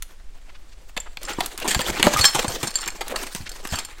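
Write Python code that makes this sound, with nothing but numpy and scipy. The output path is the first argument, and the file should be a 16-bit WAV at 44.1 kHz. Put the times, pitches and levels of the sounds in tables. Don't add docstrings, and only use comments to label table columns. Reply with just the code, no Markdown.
import sys
import numpy as np
from scipy import signal
from scipy.fft import rfft, irfft
from scipy.io import wavfile

SR = 44100
rng = np.random.default_rng(int(sys.argv[2]) if len(sys.argv) > 2 else 0)


def persist_wave(psi):
    counts = np.round(np.clip(psi, -1, 1) * 32767).astype(np.int16)
    wavfile.write(sys.argv[1], SR, np.atleast_2d(counts).T)


N = 176400
AGE_S = np.arange(SR // 4) / SR
CHAIN_DETUNE = 0.011

# frequency in Hz, gain in dB.
KNOCK_AND_SCRAPE_EQ = [(170, -18), (330, -8), (600, -6.5), (2200, -3.5), (4200, -4.5), (5800, -6),
                       (7800, -2.5), (10500, -12), (15000, -10.5)]
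# frequency in Hz, gain in dB, T60 at the hardest hit in seconds.
CHAIN_MODES = [(1782, -9, .035), (3450, -10, .025), (4520, -4, .035), (7380, -1, .07), (8300, -7, .04)]
# frequency in Hz, gain in dB, T60 at the hardest hit in seconds.
BAR_MODES = [(1700, -8, .05), (3210, -10, .05), (4335, -6, .14), (4660, -9, .07), (5319, -6, .13),
             (6330, -8, .06), (7395, -5, .08), (8525, -4, .075), (12750, -19, .11)]


def from_db(db):
    return 10 ** (np.asarray(db) / 20)


def unit_rms(x):
    return x / np.sqrt(np.mean(x ** 2) + 1e-20)


def db_at(spectrum, hz):
    points_hz, points_db = np.transpose(spectrum)
    return np.interp(np.log(hz), np.log(points_hz), points_db)


def bandpass(x, low_hz, high_hz):
    sos = signal.butter(2, [low_hz, min(high_hz, SR * .45)], "band", fs=SR, output="sos")
    return signal.sosfilt(sos, x + 1e-18)


def lowpass(x, hz):
    return signal.sosfilt(signal.butter(2, hz, fs=SR, output="sos"), x)


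def drift(rate_hz):
    knots = rng.standard_normal(2000)
    return np.interp(np.arange(N) / SR * rate_hz, np.arange(len(knots)), knots)


def add(out, start_s, sound):
    i = int(start_s * SR)
    out[i:i + len(sound)] += sound[:max(N - i, 0)]


def clicks(length, per_s, spread_db=3):
    sizes = from_db(spread_db * np.minimum(rng.exponential(1, length), 3.5))
    return (rng.random(length) < per_s / SR) * sizes


def decay(t60_s):
    return from_db(-60 * AGE_S / t60_s)


def ring(hz, t60_s):
    return np.sin(2 * np.pi * hz * AGE_S) * decay(t60_s)


def contact(decay_s, chatter=0.27):
    pressure = np.exp(-AGE_S / decay_s) - np.exp(-5 * AGE_S / decay_s)
    force = chatter * rng.laplace(size=len(AGE_S)) * (rng.random(len(AGE_S)) < .2) * pressure
    force[0] = 1
    return force / np.sqrt(np.sum(force ** 2))


def excite(force, response):
    return signal.fftconvolve(force, response)[:len(force)]


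def tick():
    burst = bandpass(rng.laplace(size=len(AGE_S)) * decay(t60_s=0.031), 1350, 13300)
    return burst / np.abs(burst).max()


def wind(rms_db=-37):
    # frequency in Hz, relative spectral density in dB.
    spectrum = [(25, 3), (110, -31), (300, -37.5), (8000, -48.5), (15000, -63)]
    hz = np.maximum(np.arange(N // 2 + 1) * SR / N, 1)
    shaped = rfft(rng.standard_normal(N)) * from_db(db_at(spectrum, hz))
    return from_db(rms_db) * unit_rms(irfft(shaped, N))


def bark_scrape(clump_db=5, patch_db=3, flicker_hz=54.72):
    # time in seconds, then bass, mid and treble gain in dB.
    envelope = [(0, -62, -60.5, -65.5), (1.17, -62.5, -66.5, -62.5), (1.266, -40.5, -40.5, -43.5),
                (1.53, -44.5, -44.5, -46), (1.62, -39.5, -40, -46), (1.72, -31.5, -38, -34.5),
                (1.97, -28, -31, -33), (2.11, -31.5, -31.5, -32.5), (2.25, -31.5, -27, -23.5),
                (2.31, -42, -36.5, -32), (2.37, -35, -34, -35), (2.57, -36, -41, -37),
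                (2.882, -45.5, -39.5, -49.5), (2.97, -46.5, -51, -48), (3.089, -31, -35.5, -40.5),
                (3.39, -48.5, -41.5, -34.5), (3.45, -44.5, -43.5, -46), (3.63, -43, -47.5, -44.5),
                (3.739, -38, -32, -33.5), (3.88, -55, -51, -55)]
    times_s, *gains_db = np.transpose(envelope)
    curves_db = [np.interp(np.arange(N) / SR, times_s, db) for db in gains_db]
    impulses = [clicks(N, per_s) for per_s in (220, 2200, 6600)]
    common_db = clump_db * drift(flicker_hz)
    edges_hz = np.geomspace(140, 16000, 29)
    out = np.zeros(N)
    for low_hz, high_hz in zip(edges_hz, edges_hz[1:]):
        hz = np.sqrt(low_hz * high_hz)
        register = np.searchsorted([800, 4000], hz)
        grains = unit_rms(bandpass(impulses[register] * rng.standard_normal(N), low_hz, high_hz))
        band_db = curves_db[register] + db_at(KNOCK_AND_SCRAPE_EQ, hz) + patch_db * drift(flicker_hz)
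        out += grains * from_db(band_db + common_db) / 2
    return out


def dry_ticks():
    # start in seconds, peak in dB.
    ticks = [(0.023, -15.5), (1.231, -22), (1.46, -13), (1.577, -17), (1.600, -21), (2.171, -11.5),
             (3.081, -13.5), (3.673, -18.5)]
    out = np.zeros(N)
    for start_s, db in ticks:
        add(out, start_s, from_db(db) * tick())
    return out


def bark_scuffs(length_s=0.036):
    # start in seconds, band centre in Hz, RMS level in dB.
    slips = [(0.48, 1380, -50.5), (0.538, 1880, -51), (0.711, 2880, -55), (1.053, 900, -44),
             (1.270, 1050, -33.5), (3.129, 530, -33), (3.453, 2310, -37.5)]
    out = np.zeros(N)
    swell = np.hanning(int(length_s * SR))
    for start_s, hz, db in slips:
        grains = clicks(len(swell), per_s=SR) * rng.standard_normal(len(swell))
        add(out, start_s, from_db(db) * unit_rms(swell * bandpass(grains, hz / 2, hz * 2)))
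    return out


def log_knocks(attack_s=0.01):
    # start in seconds, contact decay in ms, attack RMS in dB per mode range.
    impacts = [(0.966, 6.8, -38, -34, -29, -39), (0.976, 1.5, -76, -33.5, -27.5, -36.5),
               (1.171, 1.1, -51, -44, -31.5, -43.5), (1.406, 2.9, -39, -21.5, -22.5, -30),
               (1.645, 14.4, -29, -29.5, -41, -39.5), (1.678, 15.5, -34, -40, -26.5, -23.5),
               (1.708, 12.3, -38, -38, -20.5, -22), (1.747, 4.1, -42, -25.5, -20.5, -30),
               (1.792, 2.1, -28, -25, -26.5, -37), (1.897, 3.1, -25, -35, -39.5, -34.5),
               (1.996, 5.9, -23, -27.5, -25, -31.5), (2.0281, 1.8, -29, -24, -11.5, -18.5),
               (2.04, 15, -26, -24.5, -24, -26.5), (2.068, 1.8, -12.5, -16.5, -20.5, -28),
               (2.136, 4.9, -29.5, -23, -28, -24), (2.196, 17, -40, -35, -29.5, -39),
               (2.243, 1.5, -48, -39, -14, -25), (2.348, 13, -25, -22, -24, -22.5),
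               (2.445, 5.8, -25.5, -23.5, -31, -35.5), (2.63, 8, -29, -28.5, -27, -27),
               (3.009, 8.5, -36, -28, -28, -33.5), (3.159, 5, -52, -29.5, -27.5, -33.5),
               (3.349, 2.6, -32, -39, -33.5, -30.5), (3.651, 2.9, -36.5, -35.5, -36.5, -40)]
    # low and high edge in Hz, T60 in seconds.
    mode_ranges = [(128.4, 472, 0.019), (461, 1400, 0.032), (1514, 5000, 0.022), (5200, 14480, 0.0055)]
    # start in seconds, frequency in Hz, level in dB, T60 in seconds.
    notes = [(1.386, 320, -13, 0.02), (1.387, 953, -23, 0.076), (2.028, 1910, -30, 0.083),
             (2.068, 269, -7, 0.029), (2.070, 592, -3.5, 0.056), (2.163, 1232, -12.5, 0.079),
             (2.252, 1152, -19, 0.11)]
    out = np.zeros(N)
    for start_s, contact_ms, *levels_db in impacts:
        force = contact(contact_ms / 1000)
        for k, ((low_hz, high_hz, t60_s), db) in enumerate(zip(mode_ranges, levels_db)):
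            count = 7 * 2 ** k
            modes_hz = low_hz * (high_hz / low_hz) ** ((np.arange(count) + rng.random(count)) / count)
            body = sum(rng.choice([-1, 1]) * from_db(db_at(KNOCK_AND_SCRAPE_EQ, hz)) * ring(hz, t60_s)
                       for hz in modes_hz)
            knock = bandpass(excite(force, body), low_hz, high_hz)
            add(out, start_s, from_db(db) * knock / np.std(knock[:int(attack_s * SR)]))
    for start_s, hz, db, t60_s in notes:
        add(out, start_s, from_db(db) * ring(hz, t60_s))
    return out


def struck_steel(hits, modes, detune, tick_db=1, spread_db=5, damping_exponent=0.42):
    out = np.zeros(N)
    hardest_db = max(db for _, db in hits)
    for start_s, db in hits:
        add(out, start_s, from_db(db + tick_db) * tick())
        force = contact(decay_s=0.0025)
        t60_scale = from_db(damping_exponent * (db - hardest_db))
        for hz, mode_db, t60_s in modes:
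            partial = excite(force, ring(hz * (1 + detune * rng.normal()), t60_s * t60_scale))
            peak_db = db + mode_db + spread_db * rng.normal()
            add(out, start_s, from_db(peak_db) * partial / np.abs(partial).max())
    return out


def chain_clinks():
    # start in seconds, strength in dB.
    hits = [(.975, -26.5), (1.002, -32.5), (1.683, -17.5), (1.709, -18), (1.747, -21.5), (1.815, -21),
            (2.756, -17), (3.161, -21.5), (3.756, -23)]
    return struck_steel(hits, CHAIN_MODES, CHAIN_DETUNE)


def chain_drag(taps_per_s=150, t60_scale=0.27):
    # start and end in seconds, RMS level in dB.
    pulls = [(1.209, 1.34, -46), (2.596, 2.917, -40.5), (3.689, 3.814, -44)]
    out = np.zeros(N)
    for start_s, end_s, db in pulls:
        taps = clicks(int((end_s - start_s) * SR), taps_per_s)
        jingle = 0
        for hz, mode_db, t60_s in CHAIN_MODES + BAR_MODES:
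            force = taps * rng.standard_normal(len(taps))
            mode = ring(hz * (1 + CHAIN_DETUNE * rng.normal()), t60_s * t60_scale)
            jingle += from_db(mode_db) * signal.fftconvolve(force, mode)
        add(out, start_s, from_db(db) * unit_rms(jingle))
    return out


def soil_thuds(t60_s=0.074, cutoff_hz=216, crunch_gain=0.35):
    # start in seconds, frequency in Hz, gain in dB.
    landings = [(1.761, 58, -14.5), (1.888, 61.7, -17.5), (2.152, 133, -18.5), (2.196, 82.5, -15),
                (2.479, 105.7, -17), (2.633, 125, -22.5), (3.404, 89, -21.5), (3.723, 78, -17.5)]
    out = np.zeros(N)
    for start_s, hz, db in landings:
        noise = unit_rms(bandpass(rng.standard_normal(len(AGE_S)), hz / 2, cutoff_hz))
        crunch = crunch_gain * noise * decay(2 * t60_s)
        add(out, start_s, from_db(db) * lowpass(crunch - ring(hz, t60_s), cutoff_hz))
    return out


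def bar_strikes():
    # start in seconds, strength in dB.
    hits = [(2.192, -22), (2.211, -13.5), (2.252, -9.5), (2.392, -19.5), (2.481, -23), (2.520, -26.5),
            (2.672, -25.5), (2.706, -28.5), (2.815, -30), (2.877, -22.5), (3.267, -30.5), (3.493, -29),
            (3.517, -32), (3.788, -24), (3.807, -45), (3.849, -28)]
    return struck_steel(hits, BAR_MODES, detune=0.0042)


def yard_scatter(x, gain_db=-16, delay_s=0.004):
    tail = lowpass(rng.standard_normal(len(AGE_S)), 13600) * decay(t60_s=0.42) * (AGE_S > delay_s)
    return from_db(gain_db) * excite(x, tail / np.sqrt(np.sum(tail ** 2)))


def scene():
    near = log_knocks() + bark_scrape() + dry_ticks() + bark_scuffs()
    near += chain_drag() + bar_strikes() + chain_clinks()
    return (near + yard_scatter(near) + soil_thuds() + wind())[None]


def record(dry):
    sos = signal.ellip(10, .2, 80, 16000, fs=SR, output="sos")
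    return signal.sosfilt(sos, np.clip(dry, -1, 1))


dry = scene()
out = record(dry)
persist_wave(out)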